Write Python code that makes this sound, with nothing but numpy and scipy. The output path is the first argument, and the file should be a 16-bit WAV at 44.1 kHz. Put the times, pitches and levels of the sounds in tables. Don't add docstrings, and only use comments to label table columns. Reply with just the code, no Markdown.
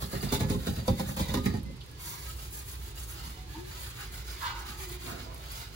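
import sys
import numpy as np
from scipy import signal
from scipy.fft import rfft, irfft, next_fast_len
from scipy.io import wavfile

SR = 44100
rng = np.random.default_rng(int(sys.argv[2]) if len(sys.argv) > 2 else 0)


def unload_audio(sound):
    columns = np.transpose(np.atleast_2d(sound))
    steps = np.round(np.clip(columns, -1, 1) * 32767)
    wavfile.write(sys.argv[1], SR, steps.astype(np.int16))


N = 253565
T = np.arange(N) / SR
LIFT_S, RESUME_S = 1.6, 1.98


def amp(db):
    return 10 ** (np.asarray(db) / 20)


def unit(x):
    return x / np.sqrt(np.mean(x ** 2) + 1e-20)


def add(mix, start_s, sound):
    part = mix[max(0, round(start_s * SR)):][:len(sound)]
    part += sound[:len(part)]


def eq(x, curve):
    size = next_fast_len(x.shape[-1])
    hz, db = np.transpose(curve)
    gain = amp(np.interp(np.log(np.fft.rfftfreq(size, 1 / SR) + 1), np.log(hz), db))
    return irfft(rfft(x, size) * gain, size)[..., :x.shape[-1]]


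def wander(hz):
    steps = np.arange(0, T[-1] + 1, 1 / (2 * hz))
    return np.sqrt(3 / 2) * np.interp(T + rng.random() / 2, steps, rng.standard_normal(len(steps)))


def burst(low_hz, high_hz, rise, decay, grain_db=0):
    t = T[:round(min(0.5, 10 * decay + 2 * rise) * SR)]
    grains = rng.standard_normal(len(t)) * amp(grain_db * np.minimum(rng.exponential(1, len(t)), 5))
    envelope = (1 - np.exp(-(t / rise) ** 2)) * np.exp(-t / decay)
    band = signal.butter(3, [low_hz, min(high_hz, 0.47 * SR)], "band", fs=SR, output="sos")
    x = signal.sosfilt(band, grains * envelope)
    return x / np.sqrt(np.sum(x ** 2) / (2 * decay * SR))


def grit(per_s, spread_db, judder_db):
    clicks = (rng.random(N) < per_s / SR) * rng.standard_normal(N)
    return clicks * amp(spread_db * np.minimum(rng.exponential(1, N), 4) + judder_db * wander(60))


# (frequency [Hz], gain [dB])
ROOM_TONE_EQ = [(15, -35), (30, -30), (45, -0.5), (62, 6), (80, -4), (125, -3), (160, -11), (220, -21.5),
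                (400, -18.5), (650, -33.5), (900, -28), (1500, -33.5), (4500, -32.5), (5600, -38),
                (15000, -54)]


def room_hum(rumble_db=-43.5, hum_hz=58.75, hum_db=-45.5):
    mid, side = eq(rng.standard_normal((2, N)), ROOM_TONE_EQ)
    side = eq(side, [(60, -31), (130, -10.5), (300, -8), (700, 0), (2000, 1)])
    rumble = amp(rumble_db) * unit(np.array([mid + side, mid - side]))
    phase_drift = 0.15 * wander(1)
    hum = amp(hum_db + 0.21 * wander(2)) * np.sin(2 * np.pi * hum_hz * T + phase_drift)
    return rumble + hum


def foam(db=-61, swell_db=1, rest_db=-4):
    bubbles = grit(per_s=8000, spread_db=1.5, judder_db=5)
    crackle = unit(eq(bubbles, [(1500, -28), (3500, -34), (7000, 6), (15000, 4)]))
    resting = (T > LIFT_S) & (T < RESUME_S)
    return amp(db + swell_db * wander(4) + rest_db * resting) * crackle


# (time [s], level [dB], rise [s], decay [s])
GRIP_BUMPS = [(1.678, -41.5, 0.016, 0.021), (3.24, -51, 0.019, 0.026), (3.558, -51, 0.0092, 0.021),
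              (4.669, -52, 0.016, 0.028), (5.001, -51, 0.071, 0.17)]
# (time [s], level [dB], pitch [Hz], decay [s])
CUP_TINGS = [(1.345, -40, 1218, 0.095), (1.65, -50, 2050, 0.054), (1.84, -63, 1690, 0.27),
             (3.37, -54, 746, 0.077)]
# (time [s], level [dB], centre [Hz], decay [s])
FOAM_POPS = [(1.631, -50.5, 12600, 0.0037), (1.806, -55.5, 3560, 0.017), (3.105, -50, 12000, 0.024),
             (5.344, -47, 10540, 0.0031), (5.516, -44.5, 12310, .007)]


def handling(pop_spread=1.29):
    out, t = np.zeros(N), T[:SR]
    for s, db, rise, decay in GRIP_BUMPS:
        add(out, s, amp(db) * burst(low_hz=113, high_hz=267, rise=rise, decay=decay))
    for s, db, hz, decay in CUP_TINGS:
        envelope = (1 - np.exp(-t / 0.012)) * np.exp(-t / decay)
        add(out, s, amp(db) * envelope * np.sin(2 * np.pi * hz * t))
    for s, db, hz, decay in FOAM_POPS:
        add(out, s, amp(db) * burst(hz / pop_spread, hz * pop_spread, rise=0.00047, decay=decay))
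    return out


# (time [s], pitch [Hz], level at the median rub [dB])
AIR_TONE = [(1.6, 340.6, -67), (2.9, 360.7, -61), (3.5, 308.7, -59), (3.57, 311, -62), (3.62, 365.9, -61),
            (4.1, 365.3, -64.5), (4.799, 366, -55.5), (5.2, 345.5, -58), (5.75, 325, -66)]


def air_column(rub, width_hz=46, follow_db_per_db=0.34):
    gulp_s, gulp_db, rise_s, fade_s = 3.58, -39.5, 0.022, 0.086
    times, hz, db = np.transpose(AIR_TONE)
    carrier = np.exp(2j * np.pi * np.cumsum(np.interp(T, times, hz)) / SR)
    flutter = wander(width_hz / 2) + 1j * wander(width_hz / 2)
    level = amp(np.interp(T, times, db)) * (rub / np.median(rub)) ** follow_db_per_db * (T > LIFT_S)
    gulp = amp(gulp_db) * np.exp(-np.maximum((gulp_s - T) / rise_s, (T - gulp_s) / fade_s))
    return (carrier * (level * flutter + gulp)).real


# (time [s], level [dB], pitch [Hz], decay [s])
RIM_SQUEAKS = [(0.203, -46.5, 4730, 0.006), (0.282, -49, 4760, 0.013), (0.293, -53, 2720, 0.0077),
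               (1.288, -47, 3650, 0.0099)]


def squeaking(width_hz=220, rise_s=0.002):
    out = np.zeros(N)
    for s, db, hz, decay in RIM_SQUEAKS:
        add(out, s, amp(db) * burst(hz - width_hz / 2, hz + width_hz / 2, rise_s, decay))
    return out


# (time [s], level [dB], centre [Hz], band edge / centre, rise [s], decay [s])
PASTE_SQUELCHES = [(3.535, -50, 965, 1.1, 0.015, 0.025), (3.975, -54.5, 1480, 1.48, 0.011, 0.1),
                   (4.402, -39.5, 1410, 1.16, 0.023, 0.068), (4.398, -43.5, 1073, 1.28, 0.024, 0.15),
                   (4.41, -45.5, 2870, 1.63, 0.058, 0.044), (4.785, -55, 1650, 1.7, 0.015, 0.082),
                   (5.03, -50, 786, 1.83, 0.065, 0.092), (5.24, -56.5, 800, 1.45, 0.018, 0.18)]


def squelching():
    out = np.zeros(N)
    for s, db, hz, spread, rise, decay in PASTE_SQUELCHES:
        add(out, s, amp(db) * burst(hz / spread, hz * spread, rise, decay, grain_db=3))
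    return out


# (pitch [Hz], t60 [s], gain standing [dB], gain held [dB])
CUP_MODES = [(403.3, 0.16, 1.5, -17), (528, 0.31, -1, -25), (817, 0.16, -3.5, -15), (1200, 0.39, -6, -37),
             (1702, 0.26, 2, -13), (1856, 0.036, 0.5, -18), (2716, 0.054, -6.5, -23),
             (3635, 0.034, 5, -5.5), (3736, 0.029, 1, -8), (3950, 0.041, 3, -9), (4420, 0.05, -3, -13),
             (4710, 0.053, 1.5, -16), (5600, 0.055, -7, 0)]


def cup_ring(drive, contact_db=3):
    out = np.zeros(N)
    for hz, t60, standing_db, held_db in CUP_MODES:
        radius = np.exp(-np.log(1000) / (t60 * SR))
        feedback = [1, -2 * radius * np.cos(2 * np.pi * hz / SR), radius ** 2]
        gain = amp(np.where(T < LIFT_S, standing_db, held_db) + contact_db * wander(8.87))
        out += signal.lfilter([1 - radius, 0, radius - 1], feedback, gain * drive)
    return out


# (pitch [Hz], t60 [s], gain [dB])
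FLOOR_MODES = [(73.9, 0.29, 2), (110.3, 0.22, -0.5), (139.5, 0.21, -3), (193.1, 0.2, -2), (241, 0.16, -2),
               (307.3, 0.089, -3.5), (389.3, 0.19, -8.5), (526.4, 0.13, -11.5), (750, 0.13, -20),
               (829, 0.22, -15), (1043, 0.069, -10.5)]


def basin_boom(hard_db, spot_hz, favour_db=6, favour_octaves=0.34, hard_above_hz=270):
    t, out = T[:SR // 2], 0
    rise_cycles, detune = 0.91, 0.054
    for hz, t60, db in FLOOR_MODES:
        spot_db = favour_db * np.exp(-(np.log2(hz / spot_hz) / favour_octaves) ** 2)
        level_db = db + spot_db + hard_db * (hz > hard_above_hz)
        detuned_hz = hz * (1 + detune * rng.uniform(-0.96, 1))
        tone = np.sin(2 * np.pi * (detuned_hz * t + rng.random()))
        attack = 1 - np.exp(-(t * hz / rise_cycles) ** 2)
        out += amp(level_db - 60 * t / t60) * attack * tone
    return out


# (time [s], force [dB], hardness [dB], brightness [dB],
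# favoured boom [Hz], rub level [dB], rub swell [s])
SHOVES = [(0.02, -37.5, 1, 3.5, 180, -47, 0.015), (0.131, -32.5, -3, -11, 190, -46.5, 0.014),
          (0.228, -33, -1, 2.5, 147, -43, 0.0072), (0.322, -28, 0.5, 2, 232, -33, 0.0012),
          (0.404, -27.5, -2, 4.5, 133, -42.5, 0.011), (0.431, -29.5, -5.5, -6, 97, -65, 0.004),
          (0.499, -29.5, -1.5, 2, 203, -41.5, 0.011), (0.545, -31.5, -3, -6, 131, -68, 0.004),
          (0.668, -29, -2, 6.5, 192, -45.5, 0.0065), (0.767, -33, -12, -4, 128.7, -50.5, 0.024),
          (0.878, -23.5, 3.5, -27, 128, -45, 0.014), (0.995, -31.5, 1.5, 2, 180, -44.5, 0.022),
          (1.087, -38, -3, 8, 150, -51.5, 0.012), (1.167, -37, 3, 7, 200, -43, 0.0028),
          (1.194, -31, 1, -2, 225, -39, 0.003), (1.283, -32, -10, 10, 128, -43.5, 0.005),
          (1.339, -30, 4, 6, 250, -42, 0.0037), (1.371, -33, 0, 2, 244, -70, 0.003),
          (1.457, -26.5, -3.5, 11.5, 207, -44.5, 0.015), (1.538, -31.5, -3, -22, 106, -68, 0.0028)]
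# (low edge [Hz], high edge [Hz], rise [s], decay [s], gain [dB])
KNOCK_LAYERS = [(45.4, 233, 0.0035, 0.059, -5), (283, 1080, 0.00033, 0.012, -13.5),
                (1145, 2190, 0.00049, 0.0032, -19.5), (2200, 24000, 0.00041, 0.008, -17),
                (700, 12800, 0.00036, 0.0019, -10.5)]
# (share of hardness [dB/dB], share of brightness [dB/dB])
LAYER_TRACKING = [(0, 0.0017), (1, 0), (1, 1.37), (1, 0.62), (1, 0.15)]


def knocking():
    out = np.zeros(N)
    for s, force_db, hard_db, bright_db, spot_hz, *_ in SHOVES:
        add(out, s, amp(force_db) * basin_boom(hard_db, spot_hz))
        for layer, (hard_share, bright_share) in zip(KNOCK_LAYERS, LAYER_TRACKING):
            low_hz, high_hz, rise, decay, gain_db = layer
            db = force_db + gain_db + hard_share * hard_db + bright_share * bright_db
            add(out, s, amp(db) * burst(low_hz, high_hz, rise, decay, grain_db=0.5))
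    return out


def spitting(snap_db=-37.5, per_s=420, fade_s=0.022):
    out, t = np.zeros(N), T[:SR // 8]
    loudest_db = max(rub_db for *_, rub_db, _ in SHOVES)
    for s, *_, rub_db, _ in SHOVES:
        snaps = (rng.random(len(t)) < per_s / SR) * rng.uniform(-0.65, 1, len(t))
        envelope = amp(snap_db + rub_db - loudest_db) * np.exp(-t / fade_s)
        add(out, s, envelope * snaps * np.sqrt(SR / per_s))
    return eq(out, [(500, -9), (1500, 4), (4500, 9.5), (8000, 4), (15000, -4)])


# (start [s], length [s], level [dB])
SPONGE_STROKES = [(0.09, 0.15, -48.5), (0.259, 0.084, -46), (0.57, 0.14, -50), (0.723, 0.11, -52.5),
                  (1.036, 0.125, -50.5), (1.23, 0.057, -47), (1.492, 0.091, -52), (1.787, 0.23, -62.5),
                  (1.967, 0.25, -46.3), (2.145, 0.222, -47.5), (2.346, 0.16, -50), (2.485, 0.17, -51),
                  (2.638, 0.15, -49.5), (2.768, 0.17, -52.5), (2.933, 0.14, -50.5), (3.06, 0.094, -51),
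                  (3.102, 0.24, -47.5), (3.2, 0.27, -52.5), (3.45, 0.2, -50), (3.624, 0.25, -48),
                  (3.745, 0.21, -46.5), (3.922, 0.19, -47), (4.095, 0.15, -48), (4.237, 0.16, -46),
                  (4.353, 0.19, -41.5), (4.529, 0.12, -46), (4.636, 0.13, -45), (4.746, 0.13, -45),
                  (4.862, 0.12, -45), (4.971, 0.19, -45), (5.09, 0.21, -49), (5.268, 0.25, -53.5),
                  (5.418, 0.28, -45.5), (5.681, 0.12, -54)]


def rub_envelope(arch, drag_db=-56, run_out_s=0.036):
    power = amp(drag_db) ** 2 * (T < LIFT_S)
    for s, *_, rub_db, swell_s in SHOVES:
        width = np.where(T < s, swell_s, run_out_s)
        power += (amp(rub_db) * np.exp(-((T - s) / width) ** 2 / 2)) ** 2
    for start, length, db in SPONGE_STROKES:
        progress = (T - start) / length
        moving = (progress > 0) & (progress < 1)
        power[moving] += (amp(db) * np.sin(np.pi * progress[moving]) ** arch) ** 2
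    return np.sqrt(power)


# (frequency [Hz], gain [dB])
RASP_EQ = [(300, -19), (650, -2.5), (1000, 4), (1900, 3.5), (2900, -0.5), (3800, -0.5), (5000, 0.5),
           (5500, -7.5), (7000, -1.5), (9500, -13.5), (12500, -11), (15700, -2)]
# (frequency [Hz], gain [dB])
FIZZ_EQ = [(2000, -26), (5000, -7), (7000, 2.5), (11000, 2), (15700, 6)]
# (time [s], fizz over rasp [dB])
LATHER_CURVE = [(0, 5.5), (0.4, 0), (0.85, 6), (1.2, 3), (1.55, -4), (1.85, -2), (2.1, 9), (2.25, 6.5),
                (3.11, 10), (3.22, -1), (3.55, 0), (3.75, 1.5), (3.86, 2), (4.3, 2), (4.45, -2),
                (4.52, -20), (4.59, 0.5), (4.7, -0.5), (4.82, 3), (5.05, -1), (5.22, 1.5), (5.75, -1.5)]


def scrubbing(rub, sweep, crackle_db=-5, slurp_db=-12):
    lather = amp(np.interp(T, *np.transpose(LATHER_CURVE)))
    grains = grit(per_s=14000, spread_db=1.5, judder_db=1.5)
    rasp = unit(eq(grains, RASP_EQ))
    wetness = lather * amp(1.8 * wander(8.2))
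    bubbles = grit(per_s=24000, spread_db=1.2, judder_db=1.3)
    fizz = wetness * unit(eq(bubbles, FIZZ_EQ))
    clumps = grit(per_s=2500, spread_db=3, judder_db=3.2)
    clumps = eq(clumps, [(900, 25), (2500, 3), (4500, -42), (7000, -25), (15000, -34)])
    crackle = amp(crackle_db) * unit(clumps)
    paste = grit(per_s=3000, spread_db=3, judder_db=3)
    paste = eq(paste, [(500, -2), (950, -36), (2100, 20), (3200, -24)])
    slurp = amp(slurp_db) * unit(paste) / (1 + lather ** 2)
    return sweep * fizz + rub * (rasp + np.where(T < LIFT_S, crackle, slurp))


def basin_reflections(x, t60=0.063, direct_db=-1.5, pose_count=5, echoes_per_s=3000):
    t, lag = T[:SR // 5], round(SR / 5700)
    direct = amp(direct_db) * eq(x, [(200, 1), (700, -0.5), (4500, -14), (7000, 0.5)])
    delayed = np.r_[np.zeros(lag), direct[:-lag]]
    out = np.array([delayed, direct])
    wall_eq = [(80, -10), (200, -17), (400, 2), (700, 0), (4500, 3.5), (7000, -2), (15000, -17)]
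    poses = np.array([wander(3) for _ in range(pose_count)])
    for share in poses / np.linalg.norm(poses, axis=0):
        signs = rng.choice([-1., 1.], (2, len(t)))
        arrivals = (rng.random((2, len(t))) < echoes_per_s / SR) * (t > 0.001)
        tail = signs * arrivals * amp(-60 * t / t60)
        tail /= np.linalg.norm(tail, axis=1, keepdims=True)
        out += signal.oaconvolve((x * share)[None], eq(tail, wall_eq), axes=1)[:, :N]
    return out


def scene():
    rub, sweep = rub_envelope(arch=0.7), rub_envelope(arch=1)
    contact = scrubbing(rub, sweep) + knocking() + spitting()
    ring = cup_ring(contact)
    details = squeaking() + squelching() + air_column(rub) + handling() + foam()
    return basin_reflections(contact + ring + details) + room_hum()


def record(dry, cutoff_hz=15820):
    left = eq(dry[0], [(100, -1.46), (2500, -1.34), (5000, -1.4), (8000, 0.26)])
    right = eq(dry[1], [(100, 0.65), (2500, 1.56), (5000, 2.5), (8000, 0.11)])
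    lowpass = signal.firwin(1023, cutoff_hz, window=("kaiser", 9), fs=SR)
    return signal.oaconvolve(np.array([left, right]), lowpass[None], "same")


dry = scene()
out = record(dry)
unload_audio(out)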